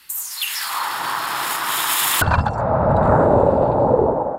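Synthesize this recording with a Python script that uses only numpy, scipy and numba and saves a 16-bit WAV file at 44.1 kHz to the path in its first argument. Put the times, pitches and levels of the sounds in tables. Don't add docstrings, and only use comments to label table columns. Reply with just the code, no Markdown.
import sys
import numpy as np
from scipy import signal
from scipy.io import wavfile
from scipy.ndimage import uniform_filter1d, minimum_filter1d
from numba import njit

SR = 44100
rng = np.random.default_rng(int(sys.argv[2]) if len(sys.argv) > 2 else 0)


def generate_wav(signal):
    frames = np.transpose(np.atleast_2d(signal))
    scaled = np.clip(frames, -1, 1) * 32767
    pcm = np.round(scaled).astype(np.int16)
    wavfile.write(sys.argv[1], SR, pcm)


def rack_gain(trim_db):
    fader = np.asarray(trim_db, float)
    return 10 ** (fader / 20)


N = 193466

CUT_S = 2.2145
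COOL_S = 4.037

# [t/s, level/dB]
FLASH = [(.0912, -36.5), (.28, -34.5), (.284, -33.5), (.368, -36.5), (.41, -35), (.521, -29.5), (.76, -34),
         (.814, -37), (1.204, -37.5), (1.33, -36), (1.468, -30.5), (1.56, -26), (1.57, -32.5),
         (1.654, -33.5), (1.714, -26.5), (1.89, -25.5), (1.93, -22), (2.21, -22)]
# [f/Hz, level/dB, time to fall 60 dB/s]
GLASS = [
    (2705, 0, .25),
    (4430, -9, .2),
    (4877, -16, .15),
    (5141, -10, .2),
    (5744, -16, .2),
    (7526, -14, .2),
]
# [f/Hz, level/dB per Hz]
ROOM = [(24, -56), (40, -13.5), (627, -44.5), (846, -11.5), (1500, -8), (2140, -4), (2300, -13),
        (2540, -4.5), (4090, -8), (5390, -12.5), (6580, -19), (12600, -8.5), (15800, -15)]


def times():
    return np.arange(N) / SR


def evened(x):
    return x / np.sqrt(np.mean(x ** 2) + 1e-20)


def columns(rows):
    s, *values = np.transpose(rows)
    return [np.interp(times(), s, v) for v in values]


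def add(mix, s, sound):
    part = mix[round(s * SR):][:len(sound)]
    part += sound[:len(part)]


def between(s0, s1, fade=.001):
    t = times()
    return np.clip((t - s0) / fade, 0, 1) * np.clip((s1 - t) / fade, 0, 1)


def colour(x, points):
    hz = np.fft.fftfreq(8192, 1 / SR)
    f, db = np.transpose(points)
    curve_db = np.interp(np.log(abs(hz) + 1), np.log(f + 1), db, -90, -90)
    log_gain = curve_db * np.log(10) / 20
    taps = np.fft.ifft(np.exp(np.conj(signal.hilbert(log_gain)))).real[:4096]
    return signal.oaconvolve(x, taps)[:len(x)]


def flicker(per_s):
    span = max(int(SR / per_s), 2)
    noise = rng.standard_normal(N)
    return evened(uniform_filter1d(uniform_filter1d(noise, span), span))


def seethe(points, per_s, spread_db, flicker_db, flicker_per_s=60):
    size = rack_gain(spread_db * np.minimum(rng.exponential(1, N), 5))
    happens = rng.random(N) < per_s / SR
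    bursts = size * happens * rng.standard_normal(N)
    return evened(colour(bursts, points) * rack_gain(flicker_db * flicker(flicker_per_s)))


@njit
def smooth(x, width_hz):
    y, state = np.empty_like(x), 0j
    for i in range(len(x)):
        r = np.exp(-np.pi * width_hz[i] / 44100)
        state = r * state + np.sqrt(1 - r * r) * x[i]
        y[i] = state * (1 - r) ** .25
    return y


def resonate(x, hz, width_hz):
    turn = np.exp(2j * np.pi * np.cumsum(hz) / SR)
    return (turn * smooth(smooth(x / turn, width_hz), width_hz)).real


def whistle(hz, width_hz):
    width = np.maximum(width_hz, 10) * np.ones(N)
    return evened(resonate(rng.standard_normal(N), hz * np.ones(N), width))


def bubble(db, hz, t60, glide=0, rise=0.0027):
    t = np.arange(int(t60 * SR)) / SR
    envelope = rack_gain(db - 60 * t / t60) * np.minimum(t / rise, 1)
    return envelope * np.sin(2 * np.pi * hz * (t + glide * t ** 2 / 2))


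def wake(fierce_db, faint_db, full_s, full_db, climb, growth, share):
    late = times() - full_s
    db = full_db + climb * np.minimum(late, 0) + growth * np.maximum(late, 0)
    db += share * (fierce_db + 30)
    return np.hypot(rack_gain(db), rack_gain(faint_db) * between(FLASH[0][0] - .03, 9, 0.13))


def arc(peak_s, peak_db, climb, fall, cool_fall):
    late = times() - peak_s
    db = peak_db + climb * np.minimum(late, 0) - fall * np.maximum(late, 0)
    return db - cool_fall * np.maximum(times() - COOL_S, 0)


def with_plunge(db, plunge_db, fall, until_s):
    dying_db = plunge_db - fall * np.maximum(times() - CUT_S, 0)
    return np.hypot(rack_gain(db), rack_gain(dying_db) * between(-1, until_s, 0.016))


def steam():
    # [f/Hz, level/dB per Hz]
    hiss = [(3290, -53), (5600, -27), (5980, -6), (7020, 2.5), (8380, 1), (9840, 3.5), (11800, 2),
            (13500, 3.5), (15100, 1), (15800, -0.5)]
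    sizzle = [(1120, -8.5), (1900, 4), (2130, 0.5), (2520, 0.5), (3460, 1), (4070, -1.5), (4330, -5.5),
              (5270, -3), (5530, -2), (5750, -19), (6100, -12), (7930, -33), (13400, -120)]
    jug_note = [(320, -34.5), (550, -22), (752, -10), (816, -2.5), (988, 0.5), (1200, -1), (1460, -5.5),
                (1790, -10), (2200, -23), (2860, -54), (4840, -120)]
    stir = [(12, -70), (20, -18.5), (91, -23), (134, -6), (189, -12), (338, -4.5), (552, -10.5),
            (700, -2.5), (910, -19.5), (1540, -120)]
    # [f/Hz, level/dB]
    jug_glass = [
        (3232, -50),
        (3531, -50),
        (3821, -48),
        (6824, -52),
    ]
    # [t/s, peak level/dB, f/Hz]
    pops = [
        (0.745, -15.5, 1060),
        (1.017, -16.5, 990),
        (1.057, -13, 1160),
        (2.194, -7, 1067),
    ]

    fierce_db, = columns(FLASH)
    surge = rack_gain(0.82 * flicker(68))
    walls = evened(sum(rack_gain(db) * whistle(hz, 33.0) for hz, db in jug_glass))
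    sizzle_gain = wake(fierce_db, -56.5, full_s=.44, full_db=-28.5, climb=105, growth=1.9, share=.42)
    jug_gain = wake(fierce_db, -49.5, full_s=0.8148, full_db=-25, climb=64, growth=-0.4, share=-0.07)
    stir_gain = wake(fierce_db, -74, full_s=1.0, full_db=-39.5, climb=50.5, growth=0, share=-0.04)

    out = rack_gain(fierce_db) * surge * seethe(hiss, 20000, 1.3, 0.96, 200)
    out += sizzle_gain * 0.68 * surge * (seethe(sizzle, 15000, 0.52, 0.19) + 0.21 * walls)
    out += jug_gain * seethe(jug_note, 8000, 2.23, 0.2)
    out += stir_gain * seethe(stir, 6000, 1.3, .4, 20)
    for s, db, hz in pops:
        add(out, s, bubble(db - 4.0, hz, 0.012, rise=0.0003))
    add(out, 2.1608, -bubble(-6, 3000, .0015, rise=1 / SR))
    return out * between(FLASH[0][0], 9, .0015)


def pocket(width, start, length, first_hz, last_hz, db):
    age = np.clip((times() - start) / length, 0, 1)
    wobble = 1 + .015 * flicker(50)
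    hz = first_hz * (last_hz / first_hz) ** age * wobble
    shape = np.minimum(age / .15, 1) * np.minimum((1 - age) / .55, 1)
    part = slice(int(start * SR), int((start + length) * SR))
    sound = rng.standard_normal(N)[part]
    for again in range(2):
        sound = evened(resonate(sound, hz[part], width * hz[part]))
    return start, (rack_gain(db + 2.65 * flicker(55)) * shape)[part] * sound


def squeal(s0, s1, hz, db):
    part = slice(int(s0 * SR), int(s1 * SR))
    tone = whistle(hz * (1 + .003 * flicker(8)), 45)
    sound = (rack_gain(1.2 * flicker(18)) * tone)[part]
    return s0, rack_gain(db) * evened(sound) * between(s0, s1, .02)[part]


def pockets():
    # [start t/s, length/s, first f/Hz, last f/Hz, level/dB]
    loose_pockets = [(0.32, 0.082, 15000, 12000, -38.5), (.098, 0.016, 9200, 10000, -36),
                     (1.66, .5, 3300, 3400, -33), (1.89, .7, 3400, 2930, -30),
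                     (0.1, 0.074, 8700, 11500, -36.5), (0.15, 0.19, 8800, 6000, -33.5),
                     (0.21, 0.22, 6500, 4400, -39), (0.532, 0.32, 2100, 820, -36.5),
                     (0.62, 0.3, 1300, 900, -30), (0.292, 0.14, 5500, 3500, -38),
                     (.53, .19, 5500, 4300, -38), (.0985, 0.013, 9200, 8900, -25),
                     (0.096, 0.032, 15000, 13000, -22.5), (0.1, 0.17, 16400, 11000, -26.5),
                     (0.417, 0.06, 12600, 11300, -26.5), (.49, 0.073, 2850, 2800, -40),
                     (0.33, .035, 11000, 11000, -37)]
    tight_pockets = [(.097, 0.049, 7950, 7700, -32), (.13, 0.053, 7800, 7200, -44.5),
                     (.19, 0.1, 7300, 6160, -36.5), (.255, 0.051, 6030, 5500, -43),
                     (.3, 0.18, 5440, 5000, -48), (0.367, 0.07, 4250, 4000, -33),
                     (0.413, 0.03, 3750, 2730, -22), (0.427, 0.036, 2840, 2660, -26),
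                     (.455, 0.046, 2870, 2700, -29.5), (.545, 0.11, 5400, 5000, -33),
                     (0.6, 0.13, 4900, 4200, -39), (.49, 0.067, 2790, 2700, -37),
                     (.56, .12, 1900, 1300, -37)]
    # [start t/s, end t/s, f/Hz,
    # level/dB]
    squeals = [(.17, .37, 9325, -40), (.31, .4, 6940, -45), (.42, .58, 6450, -46), (.33, .46, 4550, -45),
               (0, .37, 4160, -62), (0, .1, 4510, -62), (.365, .43, 4200, -32), (.28, .37, 8450, -46),
               (.4, .46, 6950, -48), (.2, .35, 4550, -58), (.45, 1.6, 4240, -46), (.46, 1.38, 4550, -47.5),
               (.61, .7, 4250, -38), (.74, .83, 4230, -42), (.58, .65, 4560, -43), (.73, .79, 4550, -44)]

    out = np.zeros(N)
    for width, rows in (.55, loose_pockets), (.2, tight_pockets):
        for row in rows:
            add(out, *pocket(width, *row))
    for row in squeals:
        add(out, *squeal(*row))
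    band = signal.cheby2(8, 45, [520, 16100], "bandpass", fs=SR, output="sos")
    return signal.sosfilt(band, out)


def bloops():
    # [t/s, peak level/dB, f/Hz]
    collapses = [(2.742, -16, 615), (2.847, -17, 522), (2.878, -12, 610), (2.913, -13, 592),
                 (2.964, -11.5, 827), (2.993, -17, 620), (3.075, -13, 616), (3.112, -15, 583),
                 (3.149, -11, 544), (3.229, -4.5, 555), (3.304, -8, 600), (3.335, -5.5, 561),
                 (3.352, -6.5, 523), (3.379, -13, 533), (3.398, -7, 641), (3.431, -4, 538),
                 (3.463, -5, 531), (3.484, -8.5, 533), (3.521, -12, 511), (3.549, -17.5, 517),
                 (3.577, -12, 627), (3.61, -9, 509), (3.655, -9, 568), (3.697, -5, 517), (3.769, -12, 525),
                 (3.795, -5.5, 559), (3.821, -9, 550), (3.84, -9.5, 519), (3.905, -6.5, 540),
                 (3.936, -2.5, 475), (3.989, -5.5, 452), (4.014, -4.5, 385), (4.038, -4.5, 428),
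                 (4.082, -8.5, 614), (4.122, -9.5, 417), (4.164, -12, 581), (4.202, -12, 490),
                 (4.309, -19, 795)]

    out = np.zeros(N)
    hush_db = -5 * between(4.357, 9, .004)
    hush_s = 0.005
    for s, db, hz in collapses:
        add(out, s, bubble(db - 3, hz, t60=.07, glide=2.5, rise=.002))
        hush_db = hush_db - np.exp(-((times() - s + hush_s) / hush_s) ** 2)
    return out, rack_gain(hush_db)


def boil():
    # [t/s, level/dB, pitch of the typical bubble f/Hz]
    boil_curve = [(2.215, -37, 796), (2.269, -32, 813), (2.5, -26.5, 747), (2.588, -22.5, 662),
                  (2.724, -19.5, 651), (2.902, -18, 610), (3.02, -17.5, 665), (3.108, -18.5, 600),
                  (3.142, -15.5, 656), (3.448, -18.5, 545), (3.638, -17, 575), (3.678, -17.5, 607),
                  (3.86, -18, 586), (3.98, -21, 466), (4.1, -20, 467), (4.16, -21, 552), (4.387, -27, 560)]
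    # [t/s, f/Hz]
    heave_curve = [
        (2.21, 95.9),
        (2.3, 88.9),
        (2.45, 90.4),
        (2.6, 127.6),
        (2.9, 121.8),
        (3.05, 80.3),
        (3.3, 127.5),
        (4.39, 130.3),
    ]
    # [t/s, half length/s, rumble level/dB, big bubble level/dB, small bubble level/dB]
    bursts = [
        (2.724, 0.049, 3, 6.5, 1),
        (2.893, 0.076, 5.5, 4.5, 2.5),
        (3.098, 0.088, 4.5, 4, 9),
        (3.219, 0.063, -0.7, 7.5, 6.5),
        (3.361, 0.11, 0, 6.5, 2),
        (3.69, 0.072, -0.5, -4.5, 1),
    ]
    # [f/Hz, level/dB per Hz]
    rumble_colour = [(8.8, -43.5), (15, -9.5), (38, -11.5), (76, 0.5), (124, 0.5), (161, -0.5), (260, -7.5),
                     (340, -25), (570, -120)]
    body = [(240, -18.5), (400, -9.5), (426, -8), (532, 0), (620, 0), (709, -5), (850, 1), (1090, -14),
            (1250, -24.5), (1620, -59), (2750, -120)]
    big_colour = [(120, -32.5), (200, -4.5), (242, 0), (377, -3), (470, 2), (610, -28), (1030, -120)]
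    small_colour = [(590, -21.5), (1000, 0.5), (1100, -3), (1340, -3.5), (1420, -5.5), (1760, -17.5),
                    (1990, -24), (2900, -44.5), (3770, -82), (6380, -120)]

    boil_db, hz = columns(boil_curve)
    rumble_db, big_db, small_db = sum(
        np.outer(db, np.exp(-((times() - s) / half) ** 2)) for s, half, *db in bursts)
    rumble_db = rumble_db + arc(peak_s=3.0, peak_db=-21, climb=16.5, fall=5, cool_fall=55.5)
    big_db = big_db + boil_db + arc(peak_s=3.5, peak_db=-6, climb=16.5, fall=0.5, cool_fall=24.5)
    big_db -= 8 * np.log2(hz / 600)
    small_db = small_db + arc(peak_s=2.585, peak_db=-28.5, climb=220, fall=8, cool_fall=12)
    rumble = with_plunge(rumble_db, -23.5, fall=.5, until_s=2.53)
    big = with_plunge(big_db, -29, fall=94, until_s=2.5)
    small = with_plunge(small_db, -26, fall=62, until_s=2.5)

    throb = rack_gain(0.5 * flicker(45))
    note = evened(resonate(seethe(body, 4000, 1.5, .3), hz, np.full(N, 115.)))
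    heave_hz, = columns(heave_curve)
    heave = evened(resonate(seethe(rumble_colour, 2000, 2.0, 0.33), heave_hz, np.full(N, 60.)))
    out = rack_gain(boil_db) * throb * evened(seethe(body, 4000, 0.98, 0.32) + 0.68 * note)
    out += big * throb * seethe(big_colour, 1500, 1.4, 0.43, 30)
    out += rumble * evened(seethe(rumble_colour, 2000, 1.2, 0.25, 9.3) + 0.53 * heave)
    out += small * throb * seethe(small_colour, 7000, 1.8, .6)
    single, hush = bloops()
    return out * hush + single


def slops():
    # [t/s, peak level/dB, hold/s, time to fall 60 dB/s, brightness level/dB]
    gusts = [(2.204, -20, 0.014, 0.038, -38), (2.222, -38, .03, .06, -10),
             (2.255, -26.5, 0.0096, 0.06, -17), (2.264, -32, 0.015, 0.051, -23),
             (2.274, -28, 0.0042, 0.086, -6), (2.3, -27, 0.032, 0.1, -13.5),
             (2.333, -16.5, 0.0066, 0.053, -14), (2.342, -28, 0.012, 0.04, -12),
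             (2.374, -29.5, 0.02, 0.07, -15), (2.4094, -62, 0.012, 0.049, -13),
             (2.45, -33.5, 0.014, 0.059, -5), (2.462, -27, 0.006, 0.054, -14),
             (2.472, -26.5, 0.0086, 0.035, -20), (2.5, -50, 0.0071, 0.083, 8),
             (2.526, -41.5, 0.0066, 0.06, 4), (2.572, -56.5, 0.015, 0.06, 16),
             (2.596, -45.5, 0.011, 0.066, -3)]
    # [t/s, peak level/dB]
    knocks = [(2.2265, -35), (2.2365, -36), (2.246, -34), (2.2627, -28), (2.277, -31), (2.3096, -27),
              (2.318, -31), (2.3405, -24), (2.352, -30), (2.3869, -29), (2.394, -32), (2.404, -36),
              (2.4637, -29), (2.481, -30), (2.5331, -44)]
    # [f/Hz, level/dB per Hz]
    slop = [(350, -49), (600, 0), (1000, -9.5), (1160, -3.5), (1540, -2.5), (1810, -10), (1980, -21),
            (2450, -24.5), (2890, -25), (4520, -23.5), (5480, -39), (6100, -35.5), (7930, -67.5),
            (13400, -120)]
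    spray = [(3410, -25.5), (5800, -4), (7600, -1.5), (7940, -4), (9370, -6.5), (10200, -11),
             (13000, -29.5)]

    t, low, high = times(), np.zeros(N), np.zeros(N)
    for s, db, hold, t60, bright_db in gusts:
        fall_db = 60 * np.maximum(t - s - hold, 0) / t60
        gust = np.clip((t - s) / 0.013, 0, 1) * rack_gain(db - fall_db)
        low += gust ** 2
        high += (gust * rack_gain(bright_db)) ** 2
    wall = np.sqrt(low) * seethe(slop[5:], 5000, 2.4, 1.6, 150) * rack_gain(-13)
    out = wall + np.sqrt(low) * seethe(slop[:6], 4000, 0.87, 0.99, 100) * rack_gain(4.5)
    out += np.sqrt(high) * seethe(spray, 11000, 1.8, 0.88, 150) * rack_gain(-14.5)

    ring = np.zeros(SR // 2)
    for hz, db, t60 in GLASS:
        add(ring, 0, bubble(db, hz, t60, rise=.0002))
    out += rack_gain(-41) * signal.oaconvolve(wall, ring)[:N]
    for s, db in knocks:
        rap = rng.standard_normal(900) * rack_gain(-60 * np.arange(900) / SR / .025)
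        add(out, s, rack_gain(db + 26) * colour(rap, slop[6:]))
    return out


def plunge_bubbles():
    # [t/s, peak level/dB, f/Hz]
    cracks = [(2.2563, -18, 1270), (2.2648, -17, 1300), (2.2752, -18, 1520), (2.3101, -22, 1750),
              (2.3101, -16, 1530), (2.3336, -12, 1270), (2.386, -23, 1200), (2.386, -27, 1430),
              (2.4384, -25, 1290), (2.4613, -21, 1400), (2.4798, -21, 1360), (2.5057, -31, 1200),
              (2.5137, -31, 1220)]
    # [t/s, peak level/dB, f/Hz, time to fall 60 dB/s]
    gulps = [(2.2155, -26, 900, .02), (2.275, -10.5, 882, 0.03), (2.311, -11.5, 967, 0.08),
             (2.327, -8.5, 984, 0.044), (2.338, -6, 954, 0.034), (2.352, -10, 1065, .04),
             (2.386, -11.5, 1006, 0.049), (2.409, -42, 5170, 0.081), (2.429, -24, 934, 0.033),
             (4.07, -11, 616, 0.06), (3.305, -11.5, 890, .04), (2.4641, -4, 834, 0.035),
             (2.4641, -27.5, 3480, 0.029), (2.4816, -16, 1407, 0.032), (2.534, -49, 7600, .1),
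             (2.533, -49, 5750, 0.11)]
    # [t/s, peak level/dB, f/Hz, time to fall 60 dB/s, pitch glide/(1/s), rise/s]
    swellers = [
        (2.2185, -3, 1510, 0.045, -2.5, 0.004),
        (2.262, -26.5, 3510, .03, -20, 0.0022),
        (2.332, -9.5, 2540, 0.044, -4.5, 0.012),
        (2.596, -41, 7760, 0.02, -38, 0.0022),
        (2.6, -47, 4700, .03, -5, .002),
    ]
    # [t/s, peak level/dB, f/Hz, time to fall 60 dB/s]
    thuds = [
        (2.2118, -12, 325, 0.028),
        (2.223, -13.5, 82.5, 0.12),
        (2.275, -13.5, 80, 0.16),
        (2.314, -17, 78.7, 0.25),
        (2.378, -9, 87, 0.11),
    ]
    # [t/s, peak level/dB, f/Hz, time to fall 60 dB/s]
    strikes = [(2.224, -42, 2705, 0.13), (2.2627, -32.5, 2710, 0.18), (2.3096, -34, 2700, 0.11),
               (2.392, -34.5, 2720, 0.13), (2.485, -42.5, 2715, 0.16), (2.41, -48, 4800, .1),
               (2.405, -48, 4450, .1), (2.4637, -33, 2000, .03), (2.236, -46, 4480, .25),
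               (2.262, -41, 4450, 0.33), (2.23, -52, 5150, 0.26), (2.318, -42, 4000, .1),
               (2.463, -39, 4450, 0.09), (2.485, -48, 4430, 0.1), (2.533, -52, 4400, .12),
               (2.578, -47, 4500, .05), (2.31, -49, 4800, .2), (2.355, -42, 2705, .07),
               (2.538, -46, 5150, .07), (2.51, -58, 5750, .1), (2.577, -52, 7550, .07),
               (2.5, -57, 7530, .1), (2.962, -41.5, 3900, 0.059), (2.962, -46.5, 3900, .06),
               (2.964, -52, 4800, .06), (3.03, -47, 3700, .07)]

    out = np.zeros(N)
    for s, db, hz in cracks:
        add(out, s, bubble(db - 4, hz, t60=.012, rise=.0004))
    for s, *shape in gulps + swellers + thuds + strikes:
        add(out, s, bubble(*shape))
    return out


def fizz():
    # [f/Hz, level/dB per Hz]
    patter_colour = [(1470, -27), (2500, 0), (2830, -2), (3060, -8.5), (3500, -4), (3670, -1.5),
                     (4930, -12.5), (5450, -40), (5900, -29), (7670, -53.5), (13000, -120)]
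    fizz_colour = [(3350, -46), (5700, -21), (6400, -15), (7000, -1), (8400, -3), (9800, -13),
                   (10700, -23.5), (11700, -19.5), (15200, -24.5), (16000, -69)]
    faint_fizz = [(4900, -31), (5150, -2), (5400, -20), (5900, -4), (6800, -0.5), (7600, 1), (8400, -4),
                  (9600, -25.5)]
    # [t/s, peak level/dB, treble level/dB]
    ticks = [(2.913, -46.5, -1), (2.967, -41, -1.5), (3.0285, -43, -6), (3.04, -43, -4), (3.054, -42.5, -2),
             (3.074, -42, -3), (3.087, -48, -2), (3.115, -53, -3), (3.228, -56, -3), (3.4287, -49, -24),
             (3.463, -52.5, -24), (3.575, -48.5, -29), (3.622, -44.5, -30), (3.632, -46, -30),
             (3.665, -45, -30), (3.676, -46, -29), (3.7165, -45, -30), (3.728, -47, -30),
             (3.7214, -47, -28), (3.83, -50.5, -28.5), (3.803, -48, -23)]

    swap_db = 8 * np.tanh((times() - 3.3) / .2)
    walls = np.zeros(N)
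    for lean, (hz, _, _) in zip((1, -.3, -.3), GLASS[1:4]):
        walls += rack_gain(lean * swap_db + 3 * flicker(12)) * whistle(hz, 40)
    patter_db = arc(peak_s=3.5, peak_db=-57.5, climb=6, fall=17.5, cool_fall=20.5)
    fizz_db = arc(peak_s=3.12, peak_db=-61.5, climb=120, fall=15, cool_fall=32)
    patter_gain = with_plunge(patter_db, -48, fall=80, until_s=2.1)
    fizz_gain = with_plunge(fizz_db, -57, fall=29, until_s=2.61)

    out = patter_gain * (seethe(patter_colour, 9000, 2.0, .8) + .22 * evened(walls))
    out += fizz_gain * seethe(fizz_colour, 12000, 1.2, .6, 40)
    out += rack_gain(-81.5) * seethe(faint_fizz, 9000, 1.5, 1.5, 30)
    for s, db, treble_db in ticks:
        fall = rack_gain(db + 1.0 - 60 * np.arange(500) / SR / 0.022)
        puff = rng.standard_normal(500) * fall * signal.windows.tukey(500, .1)
        treble = rack_gain(treble_db + 5.0) * colour(puff, fizz_colour)
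        add(out, s, colour(puff, patter_colour) * rack_gain(10.5) + treble)
    return out


def room():
    # [f/Hz, level/dB]
    hum = [
        (4145, -63),
        (4511, -65),
    ]
    # [f/Hz, level/dB per Hz]
    room_low = [(12, -41.5), (20, -4), (70, 1), (97, -11), (118, -3.5), (600, -14), (780, -35.5),
                (1320, -120)]

    out = rack_gain(-50.5) * evened(colour(rng.standard_normal(N), ROOM[1:]))
    out += rack_gain(-69) * evened(colour(rng.standard_normal(N), room_low))
    for hz, db in hum:
        out += rack_gain(db + 4.4 * flicker(25)) * np.sin(2 * np.pi * hz * times())
    return out


def next_room():
    return rack_gain(-58) * evened(colour(rng.standard_normal(N), ROOM)) * between(4.382, 9)


def scene():
    above = steam() + pockets() + room()
    below = boil() + slops() + plunge_bubbles() + fizz()
    above *= between(-1, CUT_S + 0.0035, 0.0011)
    below *= between(CUT_S - .002, 9, 0.00087)
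    return (above + below + next_room())[None]


def band_limit(x):
    return signal.sosfilt(signal.butter(12, 16820, fs=SR, output="sos"), x)


def record(dry):
    ceiling, span = .68, 400
    gain = np.minimum(ceiling / (abs(dry) + 1e-9), 1)
    gain = minimum_filter1d(gain, span, axis=1)
    for again in range(2):
        gain = uniform_filter1d(gain, span // 2, axis=1)
    band = signal.cheby2(10, 50, 16700, fs=SR, output="sos")
    return band_limit(signal.sosfilt(band, dry * gain))


dry = scene()
out = record(dry)
generate_wav(out)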